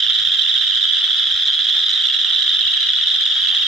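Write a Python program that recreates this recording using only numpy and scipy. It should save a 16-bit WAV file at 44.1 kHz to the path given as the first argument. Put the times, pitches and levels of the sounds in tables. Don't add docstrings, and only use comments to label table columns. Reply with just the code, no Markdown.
import sys
import numpy as np
from scipy import signal
from scipy.fft import rfft, irfft, next_fast_len
from scipy.io import wavfile
from scipy.ndimage import uniform_filter1d, minimum_filter1d, map_coordinates

SR = 44100
rng = np.random.default_rng(int(sys.argv[2]) if len(sys.argv) > 2 else 0)


def volts(x):
    e = np.asarray(x, float) / 20
    return 10 ** e


def to_wav(s):
    ch = np.atleast_2d(s).T
    pcm = np.round(np.clip(ch, -1, 1) * 32767)
    wavfile.write(sys.argv[1], SR, pcm.astype(np.int16))


N = 161847

# t/s, level/dB, starting pitch f/Hz
CHORUS_EFFORT = [
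    (0, -17, 1617),
    (.45, -18, 1631),
    (.9, -18, 1601),
    (1.35, -19.5, 1599),
    (1.8, -18, 1608),
    (2.25, -18.5, 1617),
    (2.6, -18, 1595),
    (3.1, -18.5, 1623),
    (3.67, -18.5, 1576),
]
# multiple of the fundamental [1], level/dB
FAR_OVERTONES = [(1, -33), (2, -8.5), (3, -31.5), (4, -39.5), (5, -56), (6, -67.5), (7, -70), (8, -57.5)]
# f/Hz, level/dB
RASP_SPECTRUM = [(600, -68.5), (1000, -20), (1300, 0), (1550, -0.5), (1880, 3), (2300, -3.5), (2800, 2),
                 (4500, -5.5), (6200, -11.5), (8200, -25.5), (12000, -35), (16000, -39)]
# f/Hz, level/dB
AIR_SPECTRUM = [(20, -4.5), (200, -7), (500, -9), (900, -5.5), (3000, -22), (9000, -31.5), (16000, -30.5)]
# t/s, half length/s, level/dB
GUSTS = [(0.095, 0.049, -51), (0.205, 0.019, -49.5), (0.3, 0.054, -50.5), (0.646, 0.026, -63),
         (0.786, 0.061, -55.5), (1.316, 0.023, -60), (1.345, 0.014, -47), (2.576, 0.054, -66),
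         (2.67, 0.014, -50), (2.759, 0.011, -52), (2.864, 0.061, -57), (3.026, 0.055, -58),
         (3.157, 0.055, -62), (3.457, 0.046, -57.5), (3.608, 0.039, -55.5)]
# f/Hz, level/dB
BUFFET_SPECTRUM = [(20, -8.5), (50, 6), (110, -0.5), (250, -14.5), (400, -33), (800, -87.5)]
# t/s, peak level/dB, loudest tone f/Hz
STRONG_EARLY = [(0.0313, -19, 3400), (0.0478, -6.5, 3660), (0.1406, -6.5, 3870), (0.2149, -17, 3870),
                (0.2663, -14, 3830), (0.2853, -6.5, 3660), (0.2987, -9.5, 3320), (0.3257, -5, 3380),
                (0.4174, -7, 3900), (0.4464, -10.5, 3610), (0.5043, -7.5, 3800), (0.5407, -7, 3780),
                (0.5901, -11, 3850), (0.6315, -7, 3630), (0.6883, -5, 3700), (0.7198, -5.5, 3150),
                (0.7637, -7, 3210), (0.7821, -7, 3210), (0.7996, -8, 3300), (0.8275, -3.5, 3630),
                (0.8754, -3.5, 3340), (0.9153, -15.5, 3290), (0.9343, -3, 3410), (0.9797, -6, 3300),
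                (1.0161, -8, 3520), (1.0964, -5.5, 3600), (1.1298, -3.5, 3350), (1.1952, -4, 3600),
                (1.2396, -5.5, 3520), (1.255, -4.5, 3490), (1.279, -7.5, 3420), (1.3229, -3, 3670),
                (1.3418, -4.5, 3490), (1.4331, -7.5, 3400), (1.4551, -6.5, 3690), (1.5015, -5, 3270),
                (1.5309, -6.5, 3300), (1.5589, -9, 3350), (1.5783, -6.5, 3350), (1.6307, -10, 3760),
                (1.6686, -5, 3350), (1.707, -6.5, 3400), (1.7345, -5.5, 3520), (1.7804, -4, 3610),
                (1.8208, -10, 3400), (1.8482, -19, 3410)]
STRONG_LATE = [(1.8654, -7.5, 3300), (2.0004, -5.5, 3220), (2.0699, -4, 3650), (2.1133, -8, 3300),
               (2.1672, -5, 3500), (2.1996, -7, 3340), (2.2136, -6.5, 3640), (2.2839, -7, 3580),
               (2.3602, -4, 3780), (2.383, -7.5, 3180), (2.4056, -5, 3830), (2.4919, -3, 3800),
               (2.5478, -8, 3500), (2.5683, -5, 3680), (2.6008, -11.5, 3370), (2.6371, -8, 3140),
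               (2.6665, -4.5, 3340), (2.7045, -7, 3540), (2.7533, -10.5, 3240), (2.7972, -6.5, 3300),
               (2.902, -0.5, 3360), (2.9226, -13.5, 3650), (2.9614, -5, 3590), (3.0262, -3, 3650),
               (3.0468, -15, 3730), (3.0706, -6, 3630), (3.0925, -8, 3760), (3.1105, -6, 3570),
               (3.1509, -8.5, 3480), (3.1714, -5.5, 3600), (3.1927, -18, 3400), (3.2367, -5, 3350),
               (3.2542, -5, 3740), (3.2747, -6.5, 3600), (3.2991, -7, 3680), (3.3415, -6, 3680),
               (3.4063, -9.5, 3160), (3.4373, -4, 3205), (3.5021, -3.5, 3330), (3.5243, -7, 3180),
               (3.568, -6.5, 3430), (3.5959, -8.5, 3190), (3.6114, -4.5, 3650), (3.6453, -13.5, 3260)]
# t/s, pulses [1], first gap/s, pitch f/Hz
NEAR_TRILLS = [(.098, 6, .0537, 1800), (.413, 6, .0412, 1790), (.936, 6, .0504, 1780),
               (1.343, 2, .056, 1830), (1.435, 3, .049, 1800), (1.655, 3, .057, 1790),
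               (1.768, 5, .0478, 1790), (2.008, 2, .062, 1820), (2.139, 3, .078, 1820),
               (2.344, 4, .0438, 1800), (2.444, 3, .052, 1800), (2.595, 6, .0567, 1810),
               (3.073, 3, .042, 1790), (3.210, 8, .0473, 1790)]
# multiple of the fundamental [1], level/dB
NEAR_OVERTONES = [(1, -18), (2, 0), (3, -22), (4, -33), (5, -53), (6, -50), (7, -54), (8, -43)]
# f/Hz, level/dB
TICK_SPECTRUM = [(3000, -62), (5000, 4), (8000, -11.5), (11000, -23), (15000, -20)]
# t/s, f/Hz, peak level/dB
CLUCK_NOTES = [(.46, 730, -66), (.53, 924, -55.5), (.59, 867, -56), (.625, 933, -58), (.97, 780, -62),
               (1.03, 837, -53), (1.09, 996, -52.5), (1.16, 1020, -57.5), (1.30, 790, -56),
               (1.36, 772, -65), (1.42, 940, -52.5), (1.50, 1045, -54), (1.55, 880, -58), (1.66, 790, -56),
               (1.71, 874, -53.5), (1.77, 962, -50), (1.97, 816, -53.5), (2.02, 866, -55),
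               (2.08, 945, -54.5), (2.18, 935, -58), (2.27, 830, -55.5), (2.325, 957, -53.5),
               (2.38, 970, -54), (2.55, 790, -59.5), (2.73, 960, -55.5), (3.07, 953, -51),
               (3.15, 832, -48.5), (3.36, 946, -52), (3.44, 825, -53), (3.54, 848, -45.5), (2.62, 900, -59),
               (2.68, 767, -63), (3.26, 700, -58.5), (3.30, 720, -59), (3.33, 835, -56), (3.485, 720, -59),
               (3.51, 920, -50), (3.605, 1007, -50.5)]
# t/s, length/s, start f/Hz, end f/Hz, level/dB
BIRD_NOTES = [
    (0.616, 0.21, 6540, 7160, -54),
    (1.163, 0.031, 4950, 5000, -37),
    (1.377, 0.077, 5080, 5020, -41.5),
    (1.455, 0.02, 7200, 5170, -40),
    (1.609, 0.084, 5000, 4950, -40.5),
    (1.686, 0.024, 7270, 5140, -42),
    (1.84, 0.044, 4950, 4880, -42),
    (1.9, 0.021, 7200, 5450, -40),
]
# from t/s, to t/s, peak level/dB
HUM_SPELLS = [
    (0.714, 1.286, -66.5),
    (1.398, 1.806, -62.5),
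    (1.828, 2.228, -64),
    (2.318, 3.614, -63),
]
# f/Hz, level/dB
SCATTER_SPECTRUM = [(100, 0), (4000, 0), (8000, -8), (16000, -20)]

ATTACK_S, RELEASE_S, SAG, SHARPEN = .0011, .0014, 0.012, 0.25
STRONG_RISE_S = 0.0016


def unit(x):
    return x / np.sqrt(np.mean(x ** 2) + 1e-20)


def wobble(rate):
    knots = rng.standard_normal(int(N * rate / SR) + 4)
    return map_coordinates(knots, [np.arange(N) * rate / SR])


def coloured(x, points):
    size = next_fast_len(N + 8192)
    f, db = np.transpose(points)
    log_hz = np.log(np.fft.rfftfreq(size, 1 / SR) + 1)
    gain = volts(np.interp(log_hz, np.log(f + 1), db))
    return irfft(rfft(x, size) * gain, size)[..., :N]


def bursts(s, hz, db, pan_db, lag, tones, attack, release, rise=0):
    t = np.arange(-int(3.2 * attack * SR), int(3.4 * release * SR)) / SR
    shape = -.5 * (t / np.where(t < 0, attack, release)) ** 2
    at = np.round(s * SR).astype(int)[:, None] + np.round(t * SR).astype(int)
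    keep = (at >= 0) & (at < N)
    draw = rng.standard_normal((len(s), 2 * len(tones)))
    glide = t - SAG * t * np.abs(t) / release + rise * t * t / release
    out = []
    for side in (1, -1):
        phase = 2 * np.pi * hz[:, None] * (glide + side * lag[:, None])
        wave = 0
        for i, (k, level) in enumerate(tones):
            strength = volts(level + 0.95 * draw[:, [2 * i]])
            envelope = np.exp(shape * (1 + SHARPEN * abs(k - 2)))
            wave = wave + strength * envelope * np.sin(k * phase + 3.21 * draw[:, [2 * i + 1]])
        wave = wave * volts(db + side * pan_db / 2)[:, None]
        out.append(np.bincount(at[keep], wave[keep], N))
    puff = np.exp(1.6 * shape) * volts(db)[:, None]
    return np.array(out), np.bincount(at[keep], puff[keep], N)


def crowd():
    trills, pulses = 290, 16
    d = rng.standard_normal((trills, 6))
    p = rng.standard_normal((trills, pulses, 3))
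    k = np.arange(pulses)

    start = (np.arange(trills) + .5 * d[:, 0]) / trills * (N / SR + 1) - 1
    gap = .046 * np.exp(0.17 * d[:, [1]])
    s = start[:, None] + gap * k + .0012 * k * (k - 1) / 2 + .0025 * p[..., 2]

    when, effort_db, low_hz = np.transpose(CHORUS_EFFORT)
    spread = 0.054 * np.clip(d[:, [2]], -2, 2)
    hz = np.interp(s, when, low_hz) * np.exp(spread + 0.0099 * k + 0.0089 * p[..., 0])
    highest_hz = 1960
    hz = np.minimum(hz, highest_hz + 0.25 * (hz - highest_hz))

    swell_db = 2 * (1 - k / pulses) ** 2
    db = 1.8 * d[:, [3]] + 1.8 * p[..., 1] - swell_db
    yield_db, yield_s = 7, .004
    strong = np.vstack((STRONG_EARLY, STRONG_LATE))[:, 0] + STRONG_RISE_S
    db = db - yield_db * np.exp(-.5 * ((s[..., None] - strong) / yield_s) ** 2).max(-1)

    pan_db = 4.5 * d[:, [4]] + 0 * k
    lag = .000025 * d[:, [5]] + 0 * k
    voice, puff = bursts(s.ravel(), hz.ravel(), db.ravel(), pan_db.ravel(), lag.ravel(),
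                         FAR_OVERTONES, ATTACK_S, RELEASE_S)

    a, b = rng.standard_normal((2, N))
    wide, steady = 0.32, 0.64
    noise = np.array([a + wide * b, a - wide * b])
    rasp = coloured((unit(puff) + steady) * noise, RASP_SPECTRUM)

    size = int(.06 * SR)
    power = uniform_filter1d((voice ** 2).mean(0), size=size)
    power = np.abs(uniform_filter1d(power, size=size))
    voice = voice / np.sqrt(power + 1e-9)
    effort_db = np.interp(np.arange(N) / SR, when, effort_db)
    return volts(effort_db) * voice + volts(-35.5) * unit(rasp)


def air():
    shared, left, right = rng.standard_normal((3, N))
    alike = .55
    hiss = coloured(np.array([alike * shared + left, alike * shared + right]), AIR_SPECTRUM)
    return volts(-62.5) * unit(hiss)


def wind():
    t = np.arange(N) / SR
    strength = volts(-77.5)
    for s, half, db in GUSTS:
        strength = strength + volts(db) * np.exp(-.5 * ((t - s) / half) ** 2)
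    shared, left, right = rng.standard_normal((3, N))
    alike = 0.36
    lumps = volts(4 * np.array([wobble(36), wobble(14)]))
    buffet = coloured(np.array([alike * shared + left, alike * shared + right]), BUFFET_SPECTRUM)
    return strength * unit(lumps * buffet)


def strong_pulses():
    s, db, hz = np.transpose(np.vstack((STRONG_EARLY, STRONG_LATE)))
    return bursts(s + STRONG_RISE_S, hz / 2, db + 4.5, 0 * s, 0 * s, FAR_OVERTONES, ATTACK_S, RELEASE_S)[0]


def near_trills():
    slows_s, rise = .0013, .003
    rows = []
    for s, n, gap, hz in NEAR_TRILLS:
        for k in range(int(n)):
            rows.append((s + gap * k + slows_s * k * (k - 1) / 2, hz * (1 + rise * k), -13))
    s, hz, db = np.transpose(rows)
    trills, puff = bursts(s, hz, db, 0 * s, 0 * s, NEAR_OVERTONES, ATTACK_S, RELEASE_S)
    ticks = coloured(puff * rng.standard_normal((2, N)), TICK_SPECTRUM)
    return trills + volts(-53) * unit(ticks)


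def clucks():
    s, hz, db = np.transpose(CLUCK_NOTES)
    partials = [(0.96, -1), (1.4, -3), (0.91, -9.5)]  # ratio, dB
    attack, release, rise = 0.01, 0.0065, .008
    return bursts(s, hz, db + 3, 1.8 + 0 * s, 0 * s, partials, attack, release, rise)[0]


def bird():
    out = np.zeros(N)
    for s, length, from_hz, to_hz, db in BIRD_NOTES:
        u = np.arange(int(length * SR)) / (length * SR)
        phase = 2 * np.pi * np.cumsum(from_hz * (to_hz / from_hz) ** u) / SR
        out[round(s * SR):][:len(u)] += volts(db) * np.sin(np.pi * u) ** 0.25 * np.sin(phase)
    return out


def hum():
    t = np.arange(N) / SR
    fade_s = .034
    on = np.zeros(N)
    for start, end, db in HUM_SPELLS:
        on += volts(db) * np.clip(np.minimum(t - start, end - t) / fade_s, 0, 1)
    level = on * volts(1.3 * wobble(4.6))
    return level * np.sin(2 * np.pi * np.cumsum(129 + .5 * wobble(3.8)) / SR)


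def reeds(x):
    out, size = np.zeros((2, N + SR)), 2048
    t = np.arange(SR // 6) / SR
    t60_s, alike = .12, 1.2
    padded = np.pad(x, ((0, 0), (size, size)))
    for a in range(0, N, size):
        own, shared = rng.standard_normal((2, len(t))), rng.standard_normal(len(t))
        tail = (own + alike * shared) * volts(-60 * t / t60_s) * (t > .002)
        stretch = padded[:, a:a + 2 * size] * np.hanning(2 * size)
        part = signal.fftconvolve(stretch, tail / np.linalg.norm(tail[0]), axes=1)
        lo = max(a - size, 0)
        out[:, lo:a - size + part.shape[1]] += part[:, lo - a + size:]
    return coloured(out[:, :N], SCATTER_SPECTRUM)


def limited(x):
    need = np.minimum(1, .8 / (np.abs(x).max(0) + 1e-9))
    return x * uniform_filter1d(minimum_filter1d(need, size=441), size=221)


def scene():
    life = crowd() + strong_pulses() + near_trills() + clucks() + bird()
    return life + volts(-6) * reeds(life) + air() + wind() + hum()


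def band_limit(x):
    return signal.sosfilt(signal.butter(12, 16460, fs=SR, output="sos"), x)


def record(dry):
    left_over_right_db = -2.6
    x = limited(dry * volts(left_over_right_db * np.array([[.5], [-.5]])))
    edge_s = .0003
    x = x * np.clip(np.minimum(np.arange(N) + 1, N - np.arange(N)) / (edge_s * SR), 0, 1)
    top_hz = 15760
    mix = coloured(x - .008 * x ** 3, [(1, 0), (top_hz, 0), (top_hz + 30, -120)])
    return band_limit(mix)


dry = scene()
out = record(dry)
to_wav(out)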